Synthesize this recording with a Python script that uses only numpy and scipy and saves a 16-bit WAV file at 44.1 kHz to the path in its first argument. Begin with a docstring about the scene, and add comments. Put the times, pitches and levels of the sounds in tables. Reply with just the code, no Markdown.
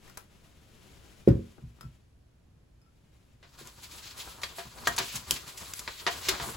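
"""Glass bowl on a desk, papers in a drawer

A sleeve brushes over a wooden desk (soft noise) and a glass bowl is set down with a deep thump (ringing wood)
and a few small clinks (hard ticks with a faint ring). Then a hand leafs through papers in an open drawer:
sheets slide and snap (shaped noise), fingers and paper edges knock on the wood (noise bursts and ringing).
A small, quiet, furnished room adds short echoes; it is heard from close by through a stereo pair of microphone ports."""
import sys
import numpy as np
from scipy import signal
from scipy.fft import rfft, irfft
from scipy.io import wavfile
from scipy.ndimage import uniform_filter1d

SR = 44100
rng = np.random.default_rng(int(sys.argv[2]) if len(sys.argv) > 2 else 0)


def materialize(psi):
    """Save the field psi as 16-bit PCM at rate SR to the path in sys.argv[1].

    A 1-D psi becomes a single channel; in a 2-D psi each row is a channel.
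    """
    bounded = np.clip(np.atleast_2d(psi).T, -1, 1)
    quanta = np.round(bounded * 32767).astype(np.int16)
    wavfile.write(sys.argv[1], SR, quanta)


N = 289296  # length [samples]
TIME = np.arange(N) / SR  # [s]
HIT_TIME = TIME[:SR // 2]  # half a second, enough for one short sound [s]


def undb(db):
    """Turn decibels into a gain."""
    return 10 ** (np.asarray(db) / 20)


def unit(x):
    """Scale to an rms level of 1."""
    return x / np.sqrt(np.mean(x ** 2))


def convolve(x, response):
    """Filter along time, keeping the length."""
    filtered = signal.fftconvolve(np.atleast_2d(x), np.atleast_2d(response), axes=1)
    return filtered[:, :x.shape[-1]]


def colour(x, points, tilt_db=0, size=4096):
    """Filter with unit energy through (Hz, dB) points, tilted by tilt_db per octave above 300 Hz."""
    point_hz, point_db = np.transpose(points)
    bin_hz = np.maximum(np.arange(size // 2 + 1), 1) * SR / size
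    octave = np.log2(bin_hz)
    db = np.interp(octave, np.log2(point_hz), point_db)
    db = db + tilt_db * np.clip(octave, np.log2(300), None)
    # fold the cepstrum (the spectrum of the log gains) so that the filter responds at once, never early
    cepstrum = irfft(np.log(undb(db)))
    cepstrum[1:size // 2] *= 2
    cepstrum[size // 2 + 1:] = 0
    response = irfft(np.exp(rfft(cepstrum)))
    return convolve(x, response / np.linalg.norm(response))


def stereo_noise(count, width):
    """Left and right noise with a shared part; width is the side level over the mid level."""
    mid, side = rng.standard_normal((2, count))
    return np.array([mid + width * side, mid - width * side]) / np.hypot(1, width)


def walk(rate):
    """Smooth random wandering around zero, with about rate new values a second and a spread near 1."""
    hold = int(SR / rate)
    steps = np.repeat(rng.standard_normal(N // hold + 1), hold)
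    return unit(uniform_filter1d(steps, hold)[:N])


def ring(modes, spread, favoured_hz=500, favour_db=0):
    """Sum of decaying tones; the place of the blow favours those near one pitch, by favour_db per octave."""
    out = 0
    for k, (hz, db, t60) in enumerate(modes):
        sign = (-1) ** k
        gain = sign * undb(db - favour_db * abs(np.log2(hz / favoured_hz)))
        # up to 400 Hz, the shorter the wave, the more its phase differs between left and right
        side_phase = spread * min(hz / 400, 1) ** 2 * (-1) ** (k // 2)
        phase = side_phase * np.array([[1], [-1]]) + rng.uniform(-1.3, 1)
        fade = np.exp(-np.log(1000) * HIT_TIME / t60)  # falls 60 dB in t60
        out = out + gain * fade * np.sin(2 * np.pi * hz * HIT_TIME + phase)
    return out / np.linalg.norm(undb(np.array(modes)[:, 1]))


def burst(ms, width, crack):
    """A dying swarm of micro-contacts (fading noise), led by a sharp first contact of size crack."""
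    fade = np.exp(-HIT_TIME * 1000 / max(ms, .3))
    out = stereo_noise(len(HIT_TIME), width) * fade / 2
    out[:, 0] += crack
    return out


def add(track, s, sound):
    """Mix a sound into the track at time s [s]."""
    i = int(s * SR)
    track[:, i:i + sound.shape[1]] += sound[:, :N - i]


def pan(x, left_db):
    """Make the left louder than the right by left_db."""
    return x * undb(np.array([[left_db], [-left_db]]) / 2)


def friction(width, grain_db, flutter_db):
    """Fibres catch and let go: noise with fine grains (grain_db) under an unsteady pressure (flutter_db)."""
    level_db = grain_db * walk(1800) + flutter_db * walk(55)
    return unit(stereo_noise(N, width) * undb(level_db))


def crackle(rate, spread_db):
    """Tiny creases give way: lone clicks, rate a second; with spread_db above 0 a few are louder."""
    happens = rng.random(N) < rate / SR
    sign = rng.choice([-1, 1], N)
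    size = undb(spread_db * np.minimum(rng.exponential(size=N), 3))
    return unit(happens * sign * size)


def patchy(x, patchy_db, rate):
    """A bending sheet changes its resonances: every third of an octave swells and fades alone."""
    out = 0
    for low in 200 * 2 ** (np.arange(19) / 3):
        high = low * 2 ** (1 / 3)
        band = signal.sosfilt(signal.butter(2, [low, high], "band", fs=SR, output="sos"), x)
        out = -out + band * undb(patchy_db * walk(rate))  # neighbouring bands get opposite signs
    return unit(out)


def air():
    """Steady background: a rumble alike on both sides and a faint, wider hiss, both from filtered noise."""
    # colour of the quiet room: (frequency [Hz], level [dB])
    room_tone = [(20, -15), (35, -12.5), (58, -2), (85, -6.5), (115, -8), (250, -19), (500, -28),
                 (1000, -35.5), (2500, -40), (6000, -45), (10000, -45.5), (15500, -55.5)]
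    mid, side = colour(rng.standard_normal((2, N)), room_tone)
    side = signal.sosfilt(signal.butter(2, 260, "high", fs=SR, output="sos"), side)
    return undb(-60.5) * (mid + 0.85 * side * np.array([[1], [-1]]))


def room(x, early_db, early_s, tail_db, t60):
    """Near furniture scatters the sound at once; a short tail follows (both are fading noise echoes)."""
    count = len(HIT_TIME)
    arrive = HIT_TIME > .003  # no echo in the first 3 ms
    early = stereo_noise(count, width=0.99) * arrive * np.exp(-HIT_TIME / early_s)
    tail = stereo_noise(count, width=0.87) * arrive * np.exp(-np.log(1000) * HIT_TIME / t60)
    echoes = (undb(early_db) * unit(early) + undb(tail_db) * unit(tail)) / np.sqrt(count)
    echoes = colour(echoes, [(100, -23.0), (400, 5), (1500, 3.5), (6000, -1.5), (16000, 0.5)])
    return x + convolve(x, echoes)


def sleeve():
    """Cloth brushes softly as the arm reaches over the desk and draws back: noise in bell-shaped swells."""
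    # moves of the arm: (middle [s], half length [s], level [dB])
    arm_moves = [(0.084, 0.17, -56.5), (0.444, 0.18, -60.5), (0.977, 0.41, -56.5), (1.445, 0.24, -61),
                 (1.835, 0.2, -65), (3.199, 0.3, -69)]
    # colour of the cloth: (frequency [Hz], level [dB])
    cloth_colour = [(150, 8.5), (400, 0.5), (800, -6), (1500, -7), (3000, -6), (5500, -11.5), (8000, -11),
                    (12000, -15), (16000, -21)]
    power = 0
    for middle, half, db in arm_moves:
        bell = np.exp(-((TIME - middle) / half) ** 2)
        power = power + (undb(db) * bell) ** 2
    cloth = friction(width=0.53, grain_db=-0.5, flutter_db=1.5)
    return np.sqrt(power) * colour(cloth, cloth_colour)


def desk():
    """Each push rings the desk; a longer, softer contact leaves only its low modes."""
    # weight coming down on the desk: (time [s], level [dB], contact time [ms])
    thumps = [(1.2741, -4.5, 1.88), (1.283, -2.5, 5.1), (1.39, -31.5, 2.2), (1.579, -48.5, 1.6),
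              (1.623, -25, 6.5), (1.646, -20, 14), (1.837, -25, 6.6), (3.611, -44, 1.6), (4.653, -40, 3.9),
              (4.795, -44, 2.8), (4.872, -34, 1.77), (4.99, -36, 2.8), (5.14, -32, 4.9), (5.312, -36, 1.7),
              (6.398, -32, 4.4), (6.472, -36, 2.5)]
    # ringing modes of the desk: (frequency [Hz], level [dB], time to fall 60 dB [s])
    desk_modes = [(62.4, -4.5, 0.29), (83, -17.5, 0.43), (110, -6.5, 0.278), (126.6, 0, 0.26),
                  (156.1, 0.5, 0.2), (190, -12.5, 0.31), (234, -2, 0.33), (263, -10, 0.23), (298, -6, 0.17),
                  (328.6, -1.5, 0.25), (367, 1.5, 0.21), (395.5, -7.5, .11), (460, -7.5, .12),
                  (463, -9.5, 0.078), (542, 0, 0.081), (568, -2, 0.061), (600, -4.5, .06),
                  (748, -12.5, 0.13)]
    # colour of the rattle: (frequency [Hz], level [dB])
    rattle_colour = [(300, -3.5), (700, 3.5), (1300, -3), (2600, -9), (5000, -18), (12000, -27)]
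    thump, rattle = np.zeros((2, 2, N))
    # the top first flexes briefly under the load, then its modes take over
    flex = np.exp(-HIT_TIME / .004) * np.sin(2 * np.pi * 400 * HIT_TIME)
    body = ring(desk_modes, spread=0.7) + undb(2.5) * flex
    for s, db, ms in thumps:
        push = np.sin(np.pi * np.minimum(HIT_TIME * 1000 / ms, 1)) ** 2
        add(thump, s, undb(db) * convolve(body, push / push.sum()))
        # the harder and shorter the jolt, the more the small things standing on the desk rattle
        add(rattle, s, undb(db) * undb(-25) / ms * burst(ms=34, width=0.65, crack=1.9))
    thump = signal.sosfilt(signal.butter(4, [52, 700], "band", fs=SR, output="sos"), thump)
    return thump + colour(rattle, rattle_colour)


def bowl():
    """Glass touches glass and wood: small hard ticks, each with a ring of the glass."""
    # touches: (time [s], level [dB], tilt [dB per octave], ring [dB re the level], favoured pitch [Hz])
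    clinks = [(0.078, -44, -1, -30, 5000), (0.097, -40.5, 0, -15, 7000), (.173, -27, 1, -23, 1400),
              (1.285, -29, -2, -20, 5100), (1.581, -37.5, -6.5, -25, 1320), (1.786, -44, -6, -25, 1320),
              (1.8097, -34.5, -0.5, -16, 5400), (1.83, -52, 0, 7, 1320), (2.816, -61.5, 2, 1.5, 3000),
              (2.862, -78, -4, 18, 1320)]
    # ringing modes of the glass: (frequency [Hz], level [dB], time to fall 60 dB [s])
    glass_modes = [(1340, -2.5, 0.1), (2530, -13, 0.18), (5100, -0.5, 0.087), (5500, -10.5, .11),
                   (7350, -13.5, .14)]
    # colour of the tick: (frequency [Hz], level [dB])
    tick_colour = [(150, 6), (500, -5), (1400, 3.5), (3000, -10.5), (7500, -7), (12000, -8.5), (16000, -12)]
    out = np.zeros((2, N))
    for s, db, tilt_db, ring_db, favoured_hz in clinks:
        tick = colour(burst(ms=4.8, width=0.75, crack=0.21), tick_colour, tilt_db)
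        glass = ring(glass_modes, 1.0, favoured_hz, favour_db=7)
        add(out, s, undb(db) * (tick + undb(ring_db) * glass))
    return out


def drawer():
    """Knocks chatter on the box, ring its modes and land once more just after."""
    # knocks: (time [s], level [dB], tilt [dB per octave], chatter time [ms], favoured pitch [Hz],
    #          ring [dB re the level], rebound [dB re the level])
    knocks = [(3.428, -46.5, -2.5, 23.5, 990, -0.5, -7), (4.417, -38.5, 8, 32, 1000, 2, -10),
              (4.434, -22, 1, 8, 4600, 3, -14), (4.584, -34.5, -0.5, 22, 660, 7.5, -4),
              (4.872, -14, -2, 3, 1570, 4, -14), (4.980, -21, 2.5, 13.3, 990, 2, -2),
              (5.003, -24.5, -2.5, 7.3, 375, -1, -8), (5.877, -24, -2, 7.4, 1700, -28, -12),
              (6.066, -16, -1.5, 9.4, 784, -1, -1.5), (6.286, -14.5, 4, 10.2, 378, -3.5, -6.5),
              (6.338, -30.5, -5, 25, 705, -8, -8), (6.399, -29.5, -1, 10.6, 1020, 4.5, -2)]
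    # ringing modes of the drawer box: (frequency [Hz], level [dB], time to fall 60 dB [s])
    box_modes = [(250, -10, 0.13), (375, 0, 0.13), (668, 0, 0.13), (695, 2.5, 0.084), (759, -2, 0.09),
                 (936, 2, 0.08), (1045, -3, 0.089), (1173, -3, .09), (1313, 4, 0.023), (1622, -1, 0.08),
                 (1769, -1, .085), (1878, 2.5, 0.08), (2430, 0, 0.039), (3430, -4, .03), (4216, -2, .05),
                 (4652, -4, .07)]
    # colour of the chatter: (frequency [Hz], level [dB])
    knock_colour = [(80, -29.5), (250, -7.5), (550, -2.5), (1000, 1), (2000, 3), (2800, 0), (4200, 2),
                    (7000, -9.5), (11000, -17.5), (16000, -31)]
    # the sheet or finger lands a second time and chatters longer
    rebound_s, rebound_longer = .0085, 1.42  # delay [s], times the first chatter
    out = np.zeros((2, N))
    for s, db, tilt_db, ms, favoured_hz, ring_db, rebound_db in knocks:
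        first = colour(burst(ms, width=0.39, crack=3.0), knock_colour, tilt_db)
        second = colour(burst(ms * rebound_longer, width=0.58, crack=1.6), knock_colour, tilt_db)
        wood = ring(box_modes, .45, favoured_hz, favour_db=11)
        add(out, s, undb(db) * (first + undb(ring_db) * wood))
        add(out, s + rebound_s, undb(db + rebound_db) * second)
    return out


def snaps():
    """A sheet buckles or flicks off a fingertip: a brief noise; the longer the crinkle, the softer its start."""
    # snaps: (time [s], level [dB], crinkle time [ms])
    flicks = [(3.672, -33.5, 2.6), (4.871, -15, 9.1), (4.962, -24, 10), (4.984, -13, 4.5),
              (5.154, -21.5, 12), (5.3087, -2.5, 1.87), (5.315, -19.5, 7.4), (5.338, -25, 6.9),
              (5.571, -29.5, 17), (5.736, -17.5, 2.2), (5.791, -22, 6.1), (6.289, -9, 3.2)]
    # colour of the snap: (frequency [Hz], level [dB])
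    snap_colour = [(150, -3), (600, -13), (1500, -4), (4000, -2.5), (7200, 4.5), (10500, -1), (16000, -6)]
    out = np.zeros((2, N))
    for s, db, ms in flicks:
        build_up_s = 0.41 * ms / 1000  # a share of the crinkle time
        swell = np.minimum(HIT_TIME / build_up_s, 1)
        crinkle = swell * burst(ms, width=0.23, crack=0)
        add(out, s, undb(db) * colour(crinkle, snap_colour))
    return out


def stroke(start, length):
    """A sheet gathers speed, slides evenly and comes to rest."""
    attack_s, release_s = 0.023, 0.029
    attack = np.clip((TIME - start) / attack_s, 0, 1)
    return attack * np.exp(-np.maximum(TIME - start - length, 0) / release_s)


def hand():
    """Gains of rub, wood and edge: the light touch plus every stroke, summed in power."""
    # pushes of the hand that slide a sheet: (start [s], length [s], rub [dB],
    #          wood under it [dB re rub], crisp edge [dB re rub])
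    strokes = [(3.512, 0.042, -65.5, 12, -23), (3.571, 0.04, -48.5, 0.5, -7), (3.638, 0.04, -52, 0.5, -8),
               (3.813, 0.025, -50, 1, -0.5), (3.901, 0.082, -50, -11, -3), (4.012, 0.1, -50, -13, -10),
               (4.156, 0.057, -47.5, -1.5, -1), (4.233, 0.086, -52, -2.5, -2),
               (4.414, 0.034, -45.5, -8, -6), (4.545, 0.051, -47, -4.5, -1.5),
               (4.746, 0.087, -60.5, 13.5, 1), (4.837, 0.1, -45.5, -1, -10),
               (5.007, 0.081, -42.5, -11, -5.5), (5.106, 0.058, -43, -8, -4),
               (5.263, 0.11, -45.5, -3.5, -6), (5.458, .04, -46.5, -2.5, -4.5),
               (5.588, 0.12, -53, -0.5, 0.5), (5.736, 0.044, -49, -7.5, 1), (5.914, .12, -53, -20, -5),
               (6.092, 0.21, -44.5, -7, -6), (6.232, 0.13, -44, -1.5, -9), (6.404, 0.1, -41.5, -1.5, -2)]
    # the hand rests on the pile and shifts it lightly, more firmly as it digs in
    touch_s, touch_rise_s = 3.387, 0.33  # start and fade-in time [s]
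    touch_db, touch_db_per_s = -59.5, 3  # level at the start [dB] and its growth [dB per s]
    touch_wood_db, touch_edge_db = -2, -5  # [dB re rub]
    since = TIME - touch_s
    touch = np.clip(since / touch_rise_s, 0, 1) * undb(touch_db + touch_db_per_s * since)
    power = np.outer(undb([0, touch_wood_db, touch_edge_db]), touch) ** 2
    for start, length, db, wood_db, edge_db in strokes:
        gains = undb([db, db + wood_db, db + edge_db])
        power = power + np.outer(gains, stroke(start, length)) ** 2
    return np.sqrt(power)


def sliding():
    """Sheet rubs on sheet, edges scrape crisply, and the wood beneath answers with a hollow sound."""
    # colours of rub, wood and edge, each: (frequency [Hz], level [dB])
    rub_colour = [(500, -11.5), (1300, -4), (2200, 3), (3000, 3.5), (4400, 5.5), (5600, 1), (7500, 1.5),
                  (10000, -21), (16000, -3)]
    hollow_colour = [(30, -4), (60, 13.5), (120, 4), (250, 1), (700, -3), (1080, 3), (1600, -3.5),
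                     (3000, -28.5)]
    crisp_colour = [(3000, -40), (6000, -11), (8000, 8.5), (10000, 5), (12500, 3.5), (16000, -5.5)]
    rub_gain, hollow_gain, crisp_gain = hand()
    fibres = patchy(friction(width=0.48, grain_db=0.0, flutter_db=2.5), patchy_db=1, rate=14)
    fibres = fibres + undb(-13.5) * crackle(rate=90, spread_db=3.5)
    wood = friction(width=0.38, grain_db=0.0, flutter_db=4.0)
    edges = friction(width=0.07, grain_db=0.8, flutter_db=0.7)
    edges = edges + undb(-6.5) * crackle(rate=210, spread_db=0.0)
    rub = rub_gain * colour(fibres, rub_colour)
    hollow = hollow_gain * colour(wood, hollow_colour)
    crisp = crisp_gain * colour(edges, crisp_colour)
    return rub + hollow + crisp


def scene():
    """Paper, cloth, glass and drawer sit a little to the left, the desk in the middle, over the room's air."""
    near = pan(bowl() + sleeve(), left_db=4.5)
    near = near + pan(snaps() + sliding(), left_db=1.7)
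    near = near + pan(drawer(), left_db=1.4)
    near = room(near, early_db=-9, early_s=0.027, tail_db=-13.5, t60=0.24)
    wood = room(desk(), early_db=-11.0, early_s=0.012, tail_db=-13, t60=0.29)
    return near + wood + air()


def record(dry):
    """Microphone ports: narrower stereo in the treble, the left about a quarter ms late; the top is cut."""
    low_hz, high_hz, turn_hz = 6900, 15300, 4200  # band of the delay; each side turns half a cycle per turn_hz
    hz = np.arange(N + 1) * SR / (2 * N)
    left, right = rfft(dry, 2 * N)
    mid = (left + right) / 2
    side = (left - right) / 2 * np.interp(hz, [6000, 7000], [1, .55])
    # the left is turned back and the right forward
    lag = np.exp(-1j * np.pi * (np.clip(hz, low_hz, high_hz) - low_hz) / turn_hz)
    ports = irfft(np.array([(mid + side) * lag, (mid - side) / lag]))[:, :N]
    return signal.sosfilt(signal.ellip(10, .2, 70, 15900, fs=SR, output="sos"), ports)


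dry = scene()
out = record(dry)
materialize(out)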